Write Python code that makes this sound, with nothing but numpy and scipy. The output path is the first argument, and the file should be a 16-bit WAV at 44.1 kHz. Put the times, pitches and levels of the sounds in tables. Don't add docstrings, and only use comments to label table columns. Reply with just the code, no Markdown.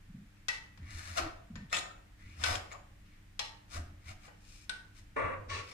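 import sys
import numpy as np
from scipy import signal
from scipy.fft import rfft, irfft
from scipy.io import wavfile
from scipy.ndimage import uniform_filter1d

SR = 44100
rng = np.random.default_rng(int(sys.argv[2]) if len(sys.argv) > 2 else 0)


def wav_record(signal):
    frames = np.transpose(np.atleast_2d(signal))
    bounded = np.clip(frames, -1, 1)
    quanta = np.round(bounded * 32767).astype(np.int16)
    wavfile.write(sys.argv[1], SR, quanta)


N = 252693
T = np.arange(N) / SR

# f/Hz, level/dB, T60/s
SHEET_MODES = [(691, -3.5, 0.21), (1143, 0.5, 0.042), (1370, 0, 0.13), (1495, 8, 0.064),
               (1575, -2.5, 0.023), (1829, 1.5, 0.06), (1950, 0, 0.071), (2050, 8.5, 0.022),
               (2295, 0, 0.18), (2610, 3.5, 0.083), (3430, -0.5, 0.017), (3830, -8, 0.063),
               (4860, -3, 0.032), (5360, 10, 0.051), (5770, -33, 0.04)]
BLADE_MODES = [(1226, 8, 0.072), (1819, 10.5, 0.069), (3390, 8.5, 0.013), (4140, 7, 0.014),
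               (7130, 7, 0.038), (7400, 7, 0.006)]
# f/Hz, level/dB
RASP_SPECTRUM = [(150, -36), (250, -26), (308, -7), (474, -14), (669, -2.5), (900, -6), (1070, -8),
                 (1250, 1), (2300, 1.5), (3390, -10.5), (3890, -13.5), (7130, -18.5), (12600, -31.5),
                 (15500, -48)]
SNAG_SPECTRUM = [(500, -30), (2300, -0.5), (3600, 3.5), (5000, 4), (8500, -24), (12500, -16), (15000, -18)]
# t/s, hold/s, rise/s, level/dB, swell/dB, low grind/dB, treble/dB, blade/dB,
# contact f/Hz, contact/dB, contact glide/1, sheet ringing/dB (the parts relative to the rasp)
FILE_STROKES = [(0.828, 0.064, 0.043, -69, 4, -9, -8, -17, 1920, 4, 0.074, -13),
                (0.912, 0.26, 0.061, -58.5, 1, -6, 2.5, -7, 1710, -0.5, 0.0092, -23),
                (1.178, 0.0097, 0.026, -34, -6.5, 2.5, -2, -36, 2470, -11, -0.049, -20),
                (1.207, 0.074, 0.019, -51.5, -5, 5.5, -23, -9, 940, 3.5, 0.036, -19),
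                (1.727, 0.05, 0.022, -42.5, -2.5, 1.5, -5, 4, 1640, -9, 0.023, -24),
                (1.811, 0.067, 0.03, -59, -18, 11.5, -7, -22, 810, 5, -0.083, -18),
                (2.199, 0.16, 0.046, -70.5, 4, -33, -4.5, -16, 1890, 2, 0.27, -21),
                (2.449, 0.098, 0.085, -40.5, -2.5, 1, -1.5, -17, 3600, -9, 0.15, -12),
                (2.72, 0.012, 0.027, -53, -7, 6.5, -4, -3.5, 2140, 2, 0.14, -22),
                (2.75, 0.027, 0.035, -62, -26, 1, -54, -28, 870, 16.5, -0.0027, -15),
                (3.06, .12, 0.071, -74, -5.5, -21, -7, -17, 2680, 2, -0.35, -18),
                (3.737, 0.03, 0.058, -52, -1.5, 2.5, 3.5, -26, 1450, -0.5, 0.2, -25),
                (4.085, .025, .08, -57.5, -1.5, -3, 0, -27, 2140, -0.5, 0.084, -26),
                (4.253, 0.023, 0.091, -63.5, -7, 2, 2, -35, 2230, -3, 0, -19),
                (4.494, 0.15, 0.15, -70.5, -4.5, -24, 10, -21, 2390, 6, -0.031, -17),
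                (4.969, 0.02, 0.07, -68, 2.5, -13, 3, -20, 2200, -22, 0.02, -29),
                (5.629, 0.092, 0.037, -62, 7, -10, -3, -10.5, 1180, -10, 0.15, -8)]
JUDDER_HZ = 184.1
def filing(low_hz=1000, high_hz=4500, slowing_db=6, max_judder_db=29, snags_per_s=110, snag_db=-6):
    out = np.zeros(N)
    for (s, hold_s, rise_s, db, swell_db, grind_db, treble_db, blade_db,
         contact_hz, contact_db, glide, ring_db) in FILE_STROKES:
        sheet = struck_body(colour(RASP_SPECTRUM), perturbed(SHEET_MODES), ring_db)
        rasp = unit_energy(band(sheet, [low_hz, high_hz], "bandpass"))
        grind = unit_energy(band(sheet, low_hz, "lowpass"))
        treble = unit_energy(band(sheet, high_hz, "highpass"))
        blade = ring(BLADE_MODES)
        start, progress, force = stroke(s, hold_s, rise_s, db, swell_db)
        skip_phase = np.cumsum(JUDDER_HZ * (1 + 0.13 * wander(70, len(force)))) / SR % 1
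        judder_db = max_judder_db * min(amp(blade_db), 1)
        judder = unit_rms(amp(-judder_db * skip_phase))
        drive = teeth(len(force), per_s=620, uneven_db=4.5, grit=0.62) * judder
        digging_db = grind_db + slowing_db * (progress - .5)
        for response, part_db in [(rasp, 0), (grind, digging_db), (treble, treble_db), (blade, blade_db)]:
            add(out, start, signal.fftconvolve(drive * force * amp(part_db), response))
        contact = resonate(drive, contact_hz * (1 + glide * progress), width_hz=520)
        add(out, start, amp(contact_db) * force * unit_rms(contact))
        snags = unit_rms(1. * (rng.random(len(force)) < snags_per_s / SR))
        add(out, start, amp(snag_db) * signal.fftconvolve(snags * force, colour(SNAG_SPECTRUM)))
    return out


def teeth(count, per_s, uneven_db, grit):
    passed = np.cumsum(per_s * np.exp(.3 * wander(90, count))) / SR
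    caught = np.diff(np.floor(passed), prepend=0) > 0
    pulses = caught * amp(uneven_db * np.clip(rng.standard_normal(count), -2, 2))
    return unit_rms(unit_rms(pulses - pulses.mean()) + grit * rng.standard_normal(count))


def stroke(s, hold_s, rise_s, db, swell_db, depth_db=26, release_s=.05):
    t = np.arange(-rise_s, hold_s + release_s, 1 / SR)
    progress = np.clip(t / hold_s, 0, 1)
    lifted = np.maximum(-t / rise_s, 0) + np.maximum((t - hold_s) / release_s, 0)
    return s - rise_s, progress, amp(db + swell_db * progress - depth_db * lifted)


def perturbed(modes, detune=0.0095, uneven_db=3):
    chance = rng.standard_normal((len(modes), 2))
    return [(hz * (1 + detune * shift), db + uneven_db * weight, t60)
            for (hz, db, t60), (shift, weight) in zip(modes, chance)]


# f/Hz, level/dB
CLICK_SPECTRUM = [(200, -27), (480, -7), (720, -7.5), (1100, -1.5), (1700, -1), (3500, -0.5), (5500, -2.5),
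                  (8000, -11.5), (10000, -19), (15000, -35)]
# f/Hz, level/dB, T60/s
VISE_MODES = [(830, 0.5, 0.19), (905.6, -4, 0.28), (1170, -0.5, 0.12), (1890, -0.5, 0.26), (2950, -1, 0.12),
              (4900, -18, 0.12)]
# t/s, level/dB, favoured f/Hz, spread/octave, ringing/dB, click tilt/(dB/octave), vise/dB
FILE_TAPS = [(0.366, -39.5, 2530, 0.38, 12, -5, -37), (0.484, -1.5, 1870, 0.44, 0.5, 0.5, -17.5),
             (0.775, -29, 2030, 0.67, -1, -3, -31), (1.183, -7.5, 1480, 1, 0, -3, -35),
             (1.556, -18.5, 1760, 0.17, -1, -4, -28), (1.729, -6.5, 1790, 0.073, 15, -2, -13),
             (2.438, 0, 2120, 0.99, -1, -1, -17), (2.725, -38, 2220, 0.29, 3, -8, -17),
             (3.393, -4, 4180, 0.59, -4, 0, -7.5), (4.279, -26, 870, 0.38, -6, -9.5, -5),
             (4.6945, -7.5, 1470, 0.11, 6, -1.5, -19)]
def taps(favour_db=18, blade_db=-5, chatter_s=0.0014, rattle_depth=0.95, size=900):
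    out, t = np.zeros(N), np.arange(size) / SR
    sheet_and_blade = SHEET_MODES + [(hz, level + blade_db, t60) for hz, level, t60 in BLADE_MODES]
    for s, db, favoured_hz, spread, ring_db, tilt_db, vise_db in FILE_TAPS:
        modes = [(hz, level + favour_db * np.exp(-(np.log2(hz / favoured_hz) / spread) ** 2), t60)
                 for hz, level, t60 in perturbed(sheet_and_blade, detune=0.0054, uneven_db=5)]
        force = 0.3 * rng.standard_normal(size) * np.exp(-t / chatter_s)
        force[0] = 1
        response = struck_body(colour(CLICK_SPECTRUM, tilt_db), modes, ring_db)
        knock = signal.fftconvolve(whiten(force, bins=5), response)
        onset = np.minimum(np.arange(len(knock)) / size, 1)
        rattle = 1 + rattle_depth * wander(165, len(knock)) * onset
        add(out, s, amp(db) * knock * rattle)
        add(out, s, amp(db + vise_db) * ring(VISE_MODES))
    return out


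# t/s, skid length/s, level/dB, f/Hz
TOOTH_CATCHES = [(1.1765, 0, -30, 3000), (1.1801, 0, -18, 2710), (1.1844, 0.00078, -13.5, 2880),
                 (1.699, 0.0096, -34.5, 3740), (1.7288, 0.033, -16, 3390), (1.768, 0, -12.5, 3700),
                 (1.776, 0.017, -20, 3940), (2.438, 0.0049, -12, 3600), (2.458, 0.006, -14.5, 4000),
                 (2.509, 0.00034, -19, 4500), (2.528, 0.00029, -20, 4730), (2.555, 0, -10.5, 3460),
                 (3.732, 0, -24, 4370), (4.695, 0, -17, 4060)]
def catches(decay_s=0.00061, overtone_ratio=2.15, overtone_db=-6, crack_db=-6, uneven_db=3, size=600):
    out, t = np.zeros(N), np.arange(size) / SR
    crack = amp(crack_db) * colour(SNAG_SPECTRUM)[:size]
    for s, skid_s, db, hz in TOOTH_CATCHES:
        for delay in np.arange(0, max(skid_s, 1 / SR), 1 / JUDDER_HZ):
            shift, weakness = rng.standard_normal(2)
            phase = 2 * np.pi * hz * (1 + .03 * shift) * t
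            partials = np.sin(phase) + amp(overtone_db) * np.sin(overtone_ratio * phase)
            snap = unit_energy(np.exp(-t / decay_s) * partials)
            add(out, s + delay, amp(db - uneven_db * weakness) * unit_energy(snap + crack))
    return out


# t/s, length/s, level/dB, f/Hz
SHORT_TONES = [(1.757, 0.033, -43, 6900), (1.901, 0.016, -52, 1400), (2.719, 0.012, -53, 7080)]
def short_tones(relative_width=0.068, waver=0.017):
    out = np.zeros(N)
    for s, length_s, db, hz in SHORT_TONES:
        progress = np.linspace(0, 1, int(length_s * SR))
        noise = rng.standard_normal(len(progress))
        tone = resonate(noise, hz * (1 + waver * wander(180, len(noise))), relative_width * hz)
        add(out, s, amp(db) * unit_rms(tone * np.sqrt(4 * progress * (1 - progress))))
    return out


# f/Hz, level/dB
DULL_SPECTRUM = [(59, -39), (100, -34), (125, -14), (157, 1.5), (238, -6.5), (292, -0.5), (388, -11),
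                 (520, 3), (790, -10.5), (1110, 3), (1270, -4.5), (1850, -5.5), (2500, -12), (2800, -17),
                 (3050, -32), (3650, -27), (4600, -42), (9000, -41), (11700, -54), (19800, -120)]
BRIGHT_SPECTRUM = [(200, -24.5), (520, -5), (760, -16.5), (1100, -4.5), (1400, -12.5), (2600, -5.5),
                   (3150, -15), (3800, -13), (6000, -18.5), (8500, -27), (10500, -40.5), (15000, -51)]
# f/Hz, level/dB, T60/s
HEAVY_MODES = [(500, -12, 0.49), (544, -21, 0.35), (618, -7.5, 0.37), (1110, 8, 0.22), (1146, 4, 0.082),
               (1357, -6, 0.19), (1843, 1, 0.07)]
# t/s, hold/s, rise/s, level/dB, swell/dB, ringing/dB, first grab/dB
HEAVY_SCRAPES = [(5.163, .172, .005, -31, -9, -11.5, -13.5), (5.499, .1, .018, -38, -4, -6.5, -16)]
def scrapes(grab_hz=1730, grab_s=0.029):
    out = np.zeros(N)
    for row, spectrum in zip(HEAVY_SCRAPES, [DULL_SPECTRUM, BRIGHT_SPECTRUM]):
        s, hold_s, rise_s, db, swell_db, ring_db, grab_db = row
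        start, _, force = stroke(s, hold_s, rise_s, db, swell_db)
        drive = teeth(len(force), per_s=400, uneven_db=2.5, grit=1.0)
        response = struck_body(colour(spectrum), HEAVY_MODES, ring_db)
        add(out, start, signal.fftconvolve(drive * force, response))
        age = np.arange(len(force)) / SR / grab_s
        grab = (age * np.exp(1 - age)) ** 2 * unit_rms(resonate(drive, grab_hz, width_hz=650))
        add(out, start, amp(grab_db) * force * grab)
    return out


# t/s, level/dB
BENCH_SHOVES = [(0.841, -46.5), (.96, -46), (1.1, -49), (1.24, -43.5), (1.57, -50), (1.739, -58),
                (2.27, -48.5), (2.42, -46), (2.521, -41), (3.785, -39), (3.92, -56), (4.11, -51.5),
                (5.02, -60), (5.25, -44.5), (5.42, -51.5), (5.53, -43)]
def bench(sway_hz=87, rumble_hz=55, boards_hz=(220 / 1.82, 330), rise_s=0.063, decay_s=0.069):
    push = sum(amp(db) * np.clip(1 + (T - s) / rise_s, 0, 1) * np.exp(-np.maximum(T - s, 0) / decay_s)
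               for s, db in BENCH_SHOVES)
    cycles = np.cumsum(sway_hz * (1 + 0.129 * wander(60, N))) / SR
    sway = unit_rms(np.sin(2 * np.pi * cycles) * (1 + 0.38 * wander(40, N)))
    rumble = unit_rms(band(rng.standard_normal(N), rumble_hz, "lowpass"))
    boards = unit_rms(band(rng.standard_normal(N), boards_hz, "bandpass"))
    return push * (amp(-0.5) * sway + amp(-7) * rumble + amp(-15) * boards)


# t/s, length/s, level/dB, f/Hz, width/Hz
MUFFLED_RUBS = [(0.085, 0.039, -54, 174, 90), (0.135, 0.15, -52, 179, 82), (0.78, 0.12, -59.5, 167, 90),
                (1.185, 0.13, -49.5, 320, 40.5), (1.499, 0.07, -50, 200, 77), (1.55, .13, -50.5, 178, 89.5)]
def rubs():
    out = np.zeros(N)
    for s, length_s, db, hz, width_hz in MUFFLED_RUBS:
        count = int(length_s * SR)
        progress = np.linspace(0, 1, count)
        envelope = np.minimum(progress * 10, 1) * np.sqrt(1 - progress)
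        noise = resonate(rng.standard_normal(2 * count), hz, width_hz)[count:]
        add(out, s, amp(db) * unit_rms(envelope * band(noise, hz + width_hz, "lowpass")))
    return out


# f/Hz, relative level/dB
AIR_SPECTRUM = [(12, -34), (20, 8.5), (103, -3.5), (148, -7), (207, -9.5), (245, -16), (306, -15.5),
                (352, -19), (439, -23.5), (985, -24.5), (1820, -19.5), (4430, -30.5), (7520, -33),
                (14300, -41), (15500, -38)]
def room_air(level_db=-58.5):
    hz = np.fft.rfftfreq(N, 1 / SR)
    left, independent = rfft(rng.standard_normal((2, N)))
    coherence = lookup([(100, 0.99), (300, 0.44), (800, 0.016), (8000, 0.019)], hz)
    right = coherence * left + np.sqrt(1 - coherence ** 2) * independent
    air = irfft(np.array([left, right]) * amp(lookup(AIR_SPECTRUM, hz)), N)
    return amp(level_db) * unit_rms(air)


# f/Hz, level/dB
HUM_PARTIALS = [(50, -69), (99.5, -65), (200, -74.5), (299, -76)]
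def mains_hum():
    return sum(amp(db) * unit_rms(np.sin(2 * np.pi * hz * T + 0.11 * wander(7.4, N)))
               for hz, db in HUM_PARTIALS)


# f/Hz, T60/s
ROOM_T60 = [(100, 0.42), (400, 0.72), (900, 0.57), (2000, 0.45), (4000, 0.4), (8000, 0.36), (15000, 0.37)]
# f/Hz, level/dB
LEFT_EXCESS = [(100, -2.5), (500, 0.5), (1200, 7.5), (2200, 3), (4200, 8), (8000, 9.5), (14000, 1)]
def workshop(x, early_db, tail_db, right_lag_s, early_s=0.0031, build_s=0.0077, size=30000):
    t = np.arange(size) / SR
    early, late = rng.standard_normal((2, 2, size)) * (rng.random((2, 2, size)) < .12)
    near = amp(early_db) * unit_energy(early * np.exp(-t / early_s) * (t > .0005))
    near[[0, 1], [0, round(right_lag_s * SR)]] += 1
    lean_db = np.outer([.5, -.5], lookup(LEFT_EXCESS, abs(np.fft.fftfreq(size, 1 / SR))))
    near = irfft(rfft(whiten(near)) * rfft(minimum_phase(lean_db)), size)
    hz, age_s, spectra = signal.stft(late * np.clip(t / build_s, 0, 1), SR, nperseg=256)
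    decay = amp(-60 * age_s / lookup(ROOM_T60, hz)[:, None])
    tail = signal.istft(spectra * decay, SR, nperseg=256)[1][:, :size]
    response = (near + amp(tail_db) * unit_energy(tail)) / np.hypot(1, amp(tail_db))
    return signal.oaconvolve(x[None], response, axes=1)[:, :N]


def ring(modes, size=12000):
    t = np.arange(size) / SR
    return unit_energy(sum((-1) ** k * amp(db - 60 * t / t60) * np.sin(2 * np.pi * hz * t)
                           for k, (hz, db, t60) in enumerate(modes)))


def struck_body(click, modes, ring_db):
    out = amp(ring_db) * ring(modes)
    add(out, 0, click)
    return unit_energy(out)


def resonate(x, hz, width_hz):
    carrier = np.exp(2j * np.pi * np.cumsum(hz * np.ones(len(x))) / SR)
    pole = np.exp(-np.pi * width_hz / SR)
    baseband = signal.lfilter([(1 - pole) ** 2], [1, -2 * pole, pole * pole], x / carrier)
    return 2 * (carrier * baseband).real


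def colour(spectrum, tilt_db=0, size=2048):
    hz = abs(np.fft.fftfreq(size, 1 / SR))
    return unit_energy(minimum_phase(lookup(spectrum, hz) + tilt_db * np.log2((hz + 100) / 3000)))


def minimum_phase(db):
    log_gain = np.log(amp(np.maximum(db, -100)))
    return np.fft.ifft(np.exp(np.conj(signal.hilbert(log_gain)))).real


def whiten(response, bins=240):
    spectrum = np.fft.fft(response)
    smooth_db = 10 * np.log10(uniform_filter1d(abs(spectrum) ** 2, bins, mode="wrap") + 1e-12)
    return unit_energy(np.fft.ifft(spectrum * np.fft.fft(minimum_phase(-smooth_db))).real)


def band(x, hz, kind):
    return signal.sosfilt(signal.butter(4, hz, kind, fs=SR, output="sos"), x)


def wander(hz, count):
    knots = rng.standard_normal(4000)
    return unit_rms(np.interp(np.arange(count) * hz / SR, np.arange(len(knots)), knots))


def lookup(points, hz):
    f, value = np.transpose(points)
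    return np.interp(np.log(hz + 1), np.log(f + 1), value)


def amp(db):
    return 10 ** (np.asarray(db) / 20)


def unit_rms(x):
    return x / np.sqrt(np.mean(x ** 2) + 1e-20)


def unit_energy(x):
    return x / np.sqrt(np.sum(x ** 2, -1, keepdims=True) + 1e-20)


def add(mix, s, sound):
    part = mix[max(round(s * SR), 0):][:len(sound)]
    part += sound[:len(part)]


def scene():
    rasp = workshop(filing() + short_tones(), early_db=14, tail_db=-4.5, right_lag_s=.00032)
    knocks = workshop(taps(), early_db=9.5, tail_db=-1.5, right_lag_s=.00032)
    snaps = workshop(catches(), early_db=0.5, tail_db=-6, right_lag_s=.00032)
    heavy = workshop(scrapes(), early_db=9, tail_db=-4.5, right_lag_s=.00047)
    heavy *= amp([[-1], [1]])
    return rasp + knocks + snaps + heavy + bench() + rubs() + room_air() + mains_hum()


def record(dry):
    lowpass = signal.firwin(511, 15500, window=("kaiser", 9), fs=SR)
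    return signal.oaconvolve(dry, lowpass[None], "same")


dry = scene()
out = record(dry)
wav_record(out)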